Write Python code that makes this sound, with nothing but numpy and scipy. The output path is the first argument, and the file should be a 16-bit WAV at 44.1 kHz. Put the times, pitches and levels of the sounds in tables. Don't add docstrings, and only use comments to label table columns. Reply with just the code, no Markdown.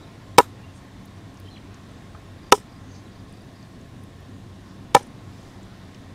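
import sys
import numpy as np
from scipy import signal
from scipy.fft import rfft, irfft
from scipy.io import wavfile
from scipy.ndimage import uniform_filter1d

SR = 44100
rng = np.random.default_rng(int(sys.argv[2]) if len(sys.argv) > 2 else 0)


def voltage_ratio(decibels):
    exponent = np.asarray(decibels, float) / 20
    return 10 ** exponent


def output_pcm(signal):
    pcm = np.clip(np.atleast_2d(signal).T, -1, 1) * 32767
    wavfile.write(sys.argv[1], SR, np.round(pcm).astype(np.int16))


N = 270774

# frequency in Hz, level in dB per Hz.
CRACK_SPECTRA = [
    [(1060, -45), (2400, -10), (3860, 2.5), (6340, -13.5), (7930, -6.5), (10900, -26), (13700, -9),
     (15400, -22)],
    [(1060, -49), (1800, -9.5), (3630, 4), (4540, -29.5), (5540, 1.5), (7580, -10.5), (12400, -18),
     (15400, -33)],
    [(1060, -38), (1800, -12), (3660, -4), (4190, -12.5), (5640, -7), (6340, -7.5), (9840, -14.5),
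     (15400, -31.5)],
]


def evened(x):
    return x / np.sqrt(np.mean(x ** 2) + 1e-20)


def read(points, hz):
    f, value = np.transpose(points)
    return np.interp(np.log(hz + 1), np.log(f + 1), value)


def add(mix, s, sound):
    part = mix[round(s * SR):][:len(sound)]
    part += sound[:len(part)]


def coloured(points, size):
    hz = np.fft.rfftfreq(size, 1 / SR)
    spectrum = rfft(rng.standard_normal(size)) * voltage_ratio(read(points, hz))
    return evened(irfft(spectrum, size))


def resonate(x, hz, width):
    r = np.exp(-np.pi * width / SR)
    return signal.lfilter([1, 0, -1], [1, -2 * r * np.cos(2 * np.pi * hz / SR), r * r], x)


def resonate_twice(x, hz, width):
    return resonate(resonate(x, hz, width), hz, 2 * width)


def open_air():
    # frequency in Hz, level in dB per Hz.
    air_spectrum = [(20, -15.5), (40, -14.5), (70, -14), (100, -6.5), (273, -8.5), (464, -18), (855, -22),
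                    (1400, -26), (2460, -30), (3500, -32), (6000, -37), (10000, -44.5), (15400, -53.5)]
    rumble_rise_db_per_s, gust_db, gust_period_s = 0.4, 0.3, 1.85
    lull_s, lull_length_s, lull_db = 3.9, 0.77, -3
    frames, hz = N // 512 + 5, np.fft.rfftfreq(2048, 1 / SR)
    real, imag, patches = rng.standard_normal((frames, 1025, 3)).T
    patches = evened(uniform_filter1d(uniform_filter1d(patches, 14, 0), 8, 1))
    t = np.arange(frames) * 512 / SR
    low = (1 / (1 + (hz / 500) ** 2))[:, None]
    gust = gust_db * np.cos(2 * np.pi * t / gust_period_s)
    lull_depth_db = lull_db / (1 + (hz[:, None] / 3500) ** 2)
    lull = lull_depth_db * np.exp(-((t - lull_s) / lull_length_s) ** 2)
    swell_db = low * rumble_rise_db_per_s * (t - t.mean()) + (1 - low) * (gust + lull)
    level_db = read(air_spectrum, hz)[:, None] + 1.2 * patches + swell_db
    wash = signal.istft((real + 1j * imag) * voltage_ratio(level_db), nperseg=2048, noverlap=1536)[1][:N]
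    return voltage_ratio(-45.5) * evened(wash)


def far_motor():
    # frequency in Hz, width in Hz, rms level in dB.
    motor_lines = [(52.2, 19, -56.5), (96.9, 12.6, -48), (119.2, 5.9, -56), (147.6, 14, -62.5),
                   (191.45, 3.2, -55), (265.3, 33, -58), (682, 66, -64.5), (1065, 62, -62.5),
                   (1804, 280, -65.5), (3600, 690, -67.5)]
    out = np.zeros(N)
    for hz, width_hz, db in motor_lines:
        out += voltage_ratio(db) * evened(resonate_twice(rng.standard_normal(N), hz, width_hz))
    return out


def birds():
    # start in seconds, length in seconds, start pitch in Hz, end pitch in Hz, rms level in dB.
    bird_notes = [(0.019, 0.026, 3820, 4020, -58), (0.037, .016, 3720, 3600, -60),
                  (0.064, .018, 4160, 3800, -60), (.63, 0.032, 2780, 2770, -57),
                  (0.671, .05, 2780, 2760, -65), (1.44, 0.05, 3110, 3060, -61),
                  (1.453, .03, 3900, 4030, -67), (1.53, 0.055, 3400, 3300, -60),
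                  (1.472, .008, 3300, 2300, -56), (1.482, 0.014, 3226, 3150, -52),
                  (1.498, 0.029, 3940, 4360, -56), (1.52, 0.043, 4100, 4000, -55),
                  (1.56, 0.0177, 3550, 1700, -51), (1.567, 0.016, 4460, 3740, -55),
                  (1.577, 0.0074, 3350, 2720, -50), (1.583, 0.0094, 2090, 2800, -58),
                  (3.047, .03, 3970, 3950, -61)]
    out = np.zeros(N)
    for s, length_s, start_hz, end_hz, db in bird_notes:
        u = np.arange(0, length_s, 1 / SR) / length_s
        flutter = evened(uniform_filter1d(rng.standard_normal(len(u)), 100))
        turns = np.cumsum(start_hz * (end_hz / start_hz) ** u) / SR
        add(out, s, voltage_ratio(db + 4 + 2.3 * flutter) * np.sin(2 * np.pi * turns) * np.sin(np.pi * u))
    return out


def cricket():
    chirp_starts = [
        2.428,
        2.688,
        2.908,
        3.116,
        3.333,
        3.553,
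    ]
    # pulse period in seconds, pitch in Hz, width in Hz, pulse t60 in seconds.
    wing = (.036, 4760, 420, .09)
    period_s, hz, width_hz, t60_s = wing
    t = np.arange(2400) / SR
    envelope = voltage_ratio(-57.5 - 60 * t / t60_s) * np.minimum(t / 0.0023, 1)
    out = np.zeros(N)
    for s in chirp_starts:
        for j in range(3):
            rub = resonate(resonate(rng.standard_normal(len(t)), hz, width_hz), hz, width_hz)
            add(out, s + j * period_s, envelope * evened(rub))
    return out


def scrapes():
    # middle in seconds, length in seconds, rms level in dB, pitch in Hz, width in Hz.
    drags = [
        (0.77, .05, -61.5, 6440, 2310),
        (0.77, 0.062, -64, 8600, 1200),
        (2.93, 0.18, -62, 6310, 500),
        (2.96, 0.052, -56.5, 4770, 1600),
        (4.697, 0.13, -66, 5030, 1483),
        (5.34, .1, -79, 11300, 4000),
        (5.427, 0.33, -63, 4870, 3470),
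        (5.63, .07, -84, 10000, 6000),
        (5.752, 0.46, -63.5, 3600, 1200),
    ]
    out, t = np.zeros(N), np.arange(-SR // 4, SR // 4) / SR
    for s, length_s, db, hz, width_hz in drags:
        grit = rng.standard_normal(len(t)) * voltage_ratio(2.5 * np.minimum(rng.exponential(1, len(t)), 4))
        scrape = evened(resonate_twice(grit, hz, width_hz))
        add(out, s + t[0], voltage_ratio(db) * scrape * np.exp(-(2 * t / length_s) ** 2))
    return out


def wet_ticks():
    # time in seconds, peak level in dB, pitch in Hz.
    flesh_snaps = [(1.052, -48, 6500), (1.075, -49, 4710), (1.342, -49, 8500), (1.372, -46, 5510),
                   (1.398, -44.5, 10500), (1.399, -47, 13500), (1.743, -43, 5900), (2.148, -36, 1120),
                   (3.325, -46, 8800), (3.42, -53, 9500), (4.036, -45, 10100), (4.205, -55, 13000),
                   (5.066, -49, 9500), (5.945, -42, 5500), (5.946, -41, 2980)]
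    # time in seconds, peak level in dB, pitch in Hz.
    drips = [(.503, -57, 9700), (1.056, -48, 10100), (1.057, -50, 14200), (1.399, -52, 4700),
             (1.914, -51, 8670), (3.294, -54, 8700), (3.627, -51, 6180), (3.811, -51.5, 6650),
             (5.029, -39, 9100), (5.0305, -45, 5930), (5.415, -54, 6400), (5.428, -54, 6500),
             (5.497, -55, 5700), (5.63, -51, 7250), (5.985, -62, 8950)]
    out, t = np.zeros(N), np.arange(600) / SR
    for ticks, width_share in ((flesh_snaps, 0.26), (drips, 0.11)):
        for s, db, hz in ticks:
            crackle = rng.standard_normal(len(t)) ** 3 * np.exp(-t / 0.0034)
            tick = resonate_twice(crackle, hz, width_share * hz)
            add(out, s, voltage_ratio(db) * tick / abs(tick).max())
    return out


def spatter(place):
    # start in seconds, rms level in dB, rise in seconds, t60 in seconds.
    splashes = [
        (.386, -28.5, 0.0043, 0.17),
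        (2.535, -30.5, 0.008, 0.16),
        (4.955, -34.5, 0.0028, 0.2),
    ]
    # frequency in Hz, level in dB per Hz.
    splash_spectra = [
        [(300, -19.5), (1000, 5), (2000, -3.5), (2650, -7.5), (2840, -11), (3700, -3), (4320, -10), (7270, -6),
         (7990, -7.5), (11700, -14), (12900, -8), (15400, -25)],
        [(1180, -46), (2000, -11), (2460, -11), (2670, -16), (2990, -6), (3930, -11.5), (4510, -18),
         (5210, -1.5), (6230, -10.5), (8630, -5.5), (9320, -11.5), (15400, -24)],
        [(300, -20), (800, 0), (2000, -5), (2350, -4), (2580, -8), (3200, -3), (4240, -8), (6230, -7),
         (7990, -13), (10100, -14), (15400, -31)],
    ]
    out, t = np.zeros(N), np.arange(SR // 5) / SR
    s, db, rise_s, t60_s = splashes[place]
    grain = voltage_ratio(1.8 * evened(uniform_filter1d(rng.standard_normal(len(t)), 90)))
    envelope = voltage_ratio(db - 60 * t / t60_s) * (1 - np.exp(-t / rise_s))
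    add(out, s, envelope * grain * coloured(splash_spectra[place], len(t)))
    return out


def leading_swell(place):
    # start in seconds, length in seconds, rms level at the end in dB, rise in dB.
    swells = [
        (.3775, .0052, -31, 5),
        (2.516, .0064, -24, 20),
        (4.9432, .0046, -30, 14),
    ]
    out, t = np.zeros(N), np.arange(SR // 5) / SR
    s, length_s, db, rise_db = swells[place]
    hiss = voltage_ratio(db + rise_db * (t / length_s - 1)) * coloured(CRACK_SPECTRA[place], len(t))
    add(out, s, hiss[t < length_s])
    return out


def ring(modes, place):
    t, out = np.arange(SR // 5) / SR, 0
    for k, (hz, t60_s, *db) in enumerate(modes):
        out = out + (-1) ** (k // 2) * voltage_ratio(db[place] - 60 * t / t60_s) * np.sin(2 * np.pi * hz * t)
    return out


def impacts(place):
    # mode in Hz, t60 in seconds, level in dB at chops 1, 2 and 3 (another spot each time).
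    board_modes = [(140.6, 0.047, -32, -25, -15), (270, 0.016, 4.5, 2.5, -6), (415, .09, -13, -5, -27),
                   (488.5, 0.028, 9.5, 4.5, -1), (587, 0.074, -15.5, -26.5, -10),
                   (799.5, 0.041, 0, -2.5, 11.5), (807.2, 0.053, 1.5, -1, 9.5),
                   (832.4, 0.019, 12.5, 6, 7.5), (982, 0.051, 6, 1, -1.5), (1293, 0.021, 10, 10.5, -1),
                   (1550, 0.018, -2.5, -13.5, -18), (1757, 0.031, -2.5, -11, -8),
                   (2300, 0.017, -4, -12, -6.5), (2770, 0.019, -3, -14, -16.5)]
    # mode in Hz, t60 in seconds, level in dB at chops 1, 2 and 3.
    blade_modes = [(3600, .013, -15, -7, -9), (4900, .013, -18, -22, -15), (5490, .016, -13, -10, -16),
                   (6900, .015, -24, -18, -20), (8700, .022, -17, -26, -26), (10000, .015, -26, -24, -20),
                   (13900, .012, -16, -26, -28)]
    # blow in seconds, lead of the bone snap in ms, bone snap in dB, landing crack in dB.
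    blows = [
        (.383, 0.71, -4.5, -2),
        (2.5226, 0.58, -1.5, -4.5),
        (4.9485, 1.2, -12.5, -8),
    ]
    # time in seconds, level in dB, contact in ms.
    bounces = [
        [(.3956, -21.5, 0.098), (.3985, -26, 0.053), (.4025, -19.5, .15)],
        [(2.5488, -30, 0.14), (2.5775, -14, 0.69)],
        [(4.9626, -13, 0.18), (4.9648, -21, 0.054), (4.9665, -14, 0.077), (4.997, -15, .4), (5.0075, -3, 1.2),
         (5.013, -8, 1.4)],
    ]
    blow_contact_ms, landing_delay_s = 0.11, 0.0017
    settle_s, choke_db_per_s = 0.022, 800
    wood, out, t = np.zeros(N), np.zeros(N), np.arange(SR // 5) / SR
    board, blade = ring(board_modes, place), ring(blade_modes, place)
    blow_s, lead_ms, snap_db, landing_db = blows[place]
    pushes = [(blow_s, 0, blow_contact_ms)] + bounces[place]
    cracks = [(blow_s - lead_ms / 1000, snap_db, 0.02), (blow_s + landing_delay_s, landing_db, 0.013)]
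    for s, db, contact_ms in bounces[place]:
        cracks.append((s, db - 64 - 40 * np.log10(contact_ms), 0.018))
    for s, db, contact_ms in pushes:
        push = t * np.exp(-t * 2000 / contact_ms)
        add(wood, s, voltage_ratio(db) * signal.fftconvolve(board, push[:400] / push.sum())[:len(t)])
    for s, db, t60_s in cracks:
        burst = voltage_ratio(db - 60 * t / t60_s) * coloured(CRACK_SPECTRA[place], len(t))
        add(out, s, np.minimum(t / 0.00069, 1) * (burst + voltage_ratio(db + 6.5) * blade))
    resting_s = np.clip(np.arange(N) / SR - blow_s - settle_s, 0, 0.025)
    return out + wood * voltage_ratio(-choke_db_per_s * resting_s)


def chop(place):
    out = leading_swell(place) + impacts(place) + spatter(place)
    return signal.lfilter(*signal.butter(2, 60, "highpass", fs=SR), out)


def scene():
    background = open_air() + far_motor() + birds() + cricket()
    handling = scrapes() + wet_ticks()
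    return (background + handling + sum(chop(place) for place in range(3)))[None]


def low_pass(x):
    return signal.sosfilt(signal.butter(12, 15800, fs=SR, output="sos"), x)


def record(dry):
    # start in seconds, end in seconds.
    treble_dips = [
        (0.3707, .3774),
        (2.507, 2.516),
    ]
    t = np.arange(N) / SR
    dip = uniform_filter1d(sum(1. * (t > start) * (t < end) for start, end in treble_dips), 40)
    bass = signal.filtfilt(*signal.butter(4, 700, fs=SR), dry)
    clipped = np.clip(dry + dip * (bass - dry), -1.01, 1.01)
    lowpass = signal.firwin(255, 15750, window=("kaiser", 8), fs=SR)[None]
    mix = np.clip(signal.oaconvolve(clipped, lowpass, "same"), -1, 1)
    return low_pass(mix)


dry = scene()
out = record(dry)
output_pcm(out)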